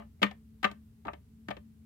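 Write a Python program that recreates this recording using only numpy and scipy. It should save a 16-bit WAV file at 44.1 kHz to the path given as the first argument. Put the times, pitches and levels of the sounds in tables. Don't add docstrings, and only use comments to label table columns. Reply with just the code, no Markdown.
import sys
import numpy as np
from scipy import signal
from scipy.fft import rfft, irfft, next_fast_len
from scipy.io import wavfile

SR = 44100
rng = np.random.default_rng(int(sys.argv[2]) if len(sys.argv) > 2 else 0)


def unload_wav(signal):
    wavfile.write(
        sys.argv[1],
        SR,
        np.round(np.clip(np.atleast_2d(signal).T, -1, 1) * 32767).astype(np.int16),
    )


def convert_level_to_amplitude(level_db):
    exponent = np.asarray(level_db, float) / 20
    return 10 ** exponent


N = 81585


def unit(x):
    return x / np.sqrt(np.mean(x ** 2) + 1e-20)


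def along(points, hz):
    f, v = np.transpose(points)
    return np.interp(np.log(hz + 1), np.log(f + 1), v)


def balance(left_over_right_db):
    return convert_level_to_amplitude([[left_over_right_db / 2], [-left_over_right_db / 2]])


def filtered(x, response):
    n = x.shape[-1]
    m = next_fast_len(n + 8192)
    return irfft(rfft(x, m) * response(np.fft.rfftfreq(m, 1 / SR)), m)[..., :n]


def stereo_noise(n, gain, alike):
    def response(hz):
        angle = np.arccos(np.clip(alike(hz), -1, 1)) / 2
        return gain(hz) * np.array([np.cos(angle), np.sin(angle)])
    mid, side = filtered(rng.standard_normal((2, n)), response)
    return np.array([mid + side, mid - side])


def dying(noise, t60_points):
    hz, t, z = signal.stft(noise, SR, nperseg=128)
    t60_s = along(t60_points, hz)[:, None]
    decayed = signal.istft(z * convert_level_to_amplitude(-60 * t / t60_s), SR, nperseg=128)[1]
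    return decayed[:, :noise.shape[1]]


def hiss():
    # (frequency [Hz], relative level [dB])
    spectrum = [(300, 10), (1000, 6), (3000, 2), (6000, -1.5), (10000, -0.5), (15000, 0.5), (16000, -5.5)]
    noise = stereo_noise(N, lambda hz: convert_level_to_amplitude(along([(100, -22)] + spectrum, hz)), lambda hz: 0 * hz)
    return convert_level_to_amplitude(-76) * unit(noise)


def rumble():
    # (frequency [Hz], relative level [dB])
    spectrum = [(22, -47), (45, -18), (62, 0.5), (88, -1.5), (120, -8.5), (170, -9.5), (290, -21),
                (340, -35.5), (435, -22.5), (520, -48.5), (900, -62)]
    # (frequency [Hz], left-right correlation [-1..1])
    likeness = [(60, .985), (100, .96), (290, .89), (640, .4)]
    points = [(8, -100)] + spectrum + [(3000, -100)]
    noise = stereo_noise(N, lambda hz: convert_level_to_amplitude(along(points, hz)), lambda hz: along(likeness, hz))
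    return convert_level_to_amplitude(-57) * unit(noise)


def hum():
    pitch_hz, width_hz = 220.9, 12
    steady_power, alike = 0.7, 0.95
    level_db, pan_db = -59, 2.5
    blur = unit(stereo_noise(N, lambda hz: 1 / (1 + (2 * (hz - pitch_hz) / width_hz) ** 4),
                             lambda hz: alike + 0 * hz))
    tone = np.sqrt(2) * np.sin(2 * np.pi * pitch_hz * np.arange(N) / SR)
    mixed = np.sqrt(steady_power) * tone + np.sqrt(1 - steady_power) * blur
    return convert_level_to_amplitude(level_db) * balance(pan_db) * mixed


def room_tail(hit):
    # (frequency [Hz], t60 [s])
    decay = [(200, .2), (800, .17), (2000, .18), (5000, 0.14), (12000, 0.1698)]
    # (frequency [Hz], left-right correlation [-1..1])
    likeness = [(100, 0.81), (300, 1), (700, 0.26), (2000, .2)]
    level_db, pan_db = -18.5, 1
    tail = dying(stereo_noise(SR // 2, np.ones_like, lambda hz: along(likeness, hz)), decay)
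    wet = signal.fftconvolve(hit[:1], tail / np.linalg.norm(tail[0]), axes=1)
    return convert_level_to_amplitude(level_db) * balance(pan_db) * wet


def tabletop_ring(t, build_s, colour_db, spot_hz):
    mode_hz = [128, 203, 297, 402, 590, 675, 762, 900, 1064, 1172, 1207, 1309, 1560, 1750, 1836, 2050, 2238,
               2340, 2600, 2870, 3100, 3520, 3900, 4850]
    # (relative level [dB], t60 [s], left over right [dB], left phase lead [rad])
    modes = [(-13, 0.12, 3.5, 1.25), (-7, 0.19, 5.5, 7), (-4.5, .07, -8.5, 0.18), (-11.5, 0.13, -1.5, 1),
             (-4.5, 0.12, 3.5, 2.58), (-10, 0.064, 8, -0.4), (-4, 0.044, 4, 0.3), (-13.5, .09, -4, 1.2),
             (-13.5, 0.097, 9.5, -3.7), (-7, 0.087, 4, -2), (-4.5, 0.079, 3.5, 0.27), (-6, .06, 2, -0.5),
             (-1.5, 0.047, 2, 1.5), (-6, .05, 16, 2.5), (-7.5, 0.071, 7, 1.5), (-4, 0.047, 8, -1.8),
             (-3.5, .045, 3, -6.1), (-12.5, 0.017, 7.5, -2.4), (-4.5, 0.024, -3.5, -4.6),
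             (-10.5, .04, -1.5, -1.82), (-15.5, 0.059, 4.5, -2), (-13, 0.036, 5, 2.9), (-17, .05, -1, -2),
             (-32.5, .04, 3.5, 1)]
    favour_db, favour_octaves = 7, 0.17
    scatter_db, build_cycles = 2, 0.97
    hz = np.array(mode_hz)[:, None]
    level_db, t60_s, pan_db, lead_rad = np.transpose(modes)[:, :, None]
    octaves_off = np.log2(hz / spot_hz)
    level_db = level_db + favour_db * np.exp(-0.5 * (octaves_off / favour_octaves) ** 2)
    level_db = level_db + colour_db(hz) + scatter_db * rng.standard_normal(hz.shape)
    envelope = convert_level_to_amplitude(level_db - 60 * t / t60_s)
    envelope = envelope * (1 - np.exp(-t / (build_s + build_cycles / hz)))
    phase = 2 * np.pi * hz * t + rng.uniform(0, 2 * np.pi, hz.shape)
    left = np.sum(envelope * convert_level_to_amplitude(pan_db / 2) * np.sin(phase + lead_rad / 2), axis=0)
    right = np.sum(envelope * convert_level_to_amplitude(-pan_db / 2) * np.sin(phase - lead_rad / 2), axis=0)
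    return np.array([left, right])


def plastic_clatter(t, build_s, colour_db):
    # (frequency [Hz], relative level [dB])
    spectrum = [(240, -35), (400, -8.5), (940, -2), (1430, -12), (2300, -5), (3000, -5), (4000, -12.5),
                (5500, -26.5), (8000, -34), (9300, -42), (12500, -39.5), (15300, -44), (16000, -60.5)]
    # (frequency [Hz], t60 [s])
    decay = [(400, 0.0706), (1500, 0.074), (4000, 0.028), (12000, 0.047)]
    level_db, pan_db, alike, lag_s = 14.5, 10, 0.5, 0.0004
    noise = stereo_noise(len(t), lambda hz: convert_level_to_amplitude(along(spectrum, hz) + colour_db(hz)),
                         lambda hz: alike + 0 * hz)
    left, right = dying(noise, decay) * (1 - np.exp(-t / build_s))
    late_right = np.pad(right, (round(lag_s * SR), 0))[:len(t)]
    return convert_level_to_amplitude(level_db) * balance(pan_db) * np.array([left, late_right])


def contact(build_s, thump_db, knock_db, clack_db, click_db, spot_hz):
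    band_hz = [250, 650, 1200, 2500, 7000]
    colour = list(zip(band_hz, (thump_db, knock_db, 0, clack_db, click_db)))
    colour_db = lambda hz: along(colour, hz)
    t = np.arange(SR // 3) / SR
    return tabletop_ring(t, build_s, colour_db, spot_hz) + plastic_clatter(t, build_s, colour_db)


def figure():
    # (time [s], level [dB], build-up [s], thump [dB], knock [dB], clack [dB], click [dB],
    # pitch favoured by the spot [Hz]); colour columns are relative to the usual colour
    contacts = [(-.045, -24.5, 0.006, -3.5, 5, 1, 8, 940), (.021, -54, 0.00059, 2, -1.5, -12.5, -13, 2200),
                (0.194, -76.5, 0.00046, -5, 9, -1, -14, 2130), (0.2177, -34, 0.0028, 13, 8.5, 3.5, 11, 656),
                (.228, -17.5, 0.0019, -1, -8.5, 0.5, 5.5, 2850),
                (0.263, -42, 0.0022, -12, -12, 1.5, 5, 1760), (0.311, -52, 0.00039, 0, 6, 2, 12, 725),
                (0.629, -30, 0.0023, -1, -7, -5, 7.5, 780), (.6425, -22.5, 0.0011, -5, -5.5, 2, 1.5, 1470),
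                (0.6493, -28.5, 0.00042, -18.5, 2, -2.5, 3, 1195),
                (.713, -52.5, 0.00025, 11, 0.5, 0, 18, 690), (1.051, -42, .001, -2.5, 1.5, -13.5, -2, 940),
                (1.058, -45, .002, 12, 3, -22, -8, 255), (1.069, -45.5, 0.00089, -5.5, 9, -10, 1, 3520),
                (1.081, -34.5, 0.00082, -10, 5, -5.5, -25.5, 1216),
                (1.133, -49.5, .0005, 5, 4, -1, 6.5, 660), (1.484, -36.5, 0.00099, 5.5, -4.5, -5.5, 4, 232),
                (1.504, -47, 0.00095, -10.5, 18.5, -1, 10, 3500),
                (1.508, -36, 0.00089, -0.5, -1.5, -0.5, 0, 610),
                (1.567, -56, 0.00087, 17, 12.5, 4, 12, 2630)]
    lead = SR // 10
    tail_delay_s = 0.01
    out = np.zeros((2, lead + N + SR))
    for time_s, level_db, *kind in contacts:
        hit = convert_level_to_amplitude(level_db) * contact(*kind)
        wet = room_tail(hit)
        at = lead + round(time_s * SR)
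        out[:, at:at + hit.shape[1]] += hit
        at += round(tail_delay_s * SR)
        out[:, at:at + wet.shape[1]] += wet
    return out[:, lead:lead + N]


def scene():
    return hiss() + rumble() + hum() + figure()


def top_cut(x):
    return signal.sosfilt(signal.butter(12, 16250, fs=SR, output="sos"), x)


def record(dry):
    sos = signal.butter(N=2, Wn=35, btype="high", fs=SR, output="sos")
    mix = signal.sosfilt(sos, dry)
    return top_cut(mix)


dry = scene()
out = record(dry)
unload_wav(out)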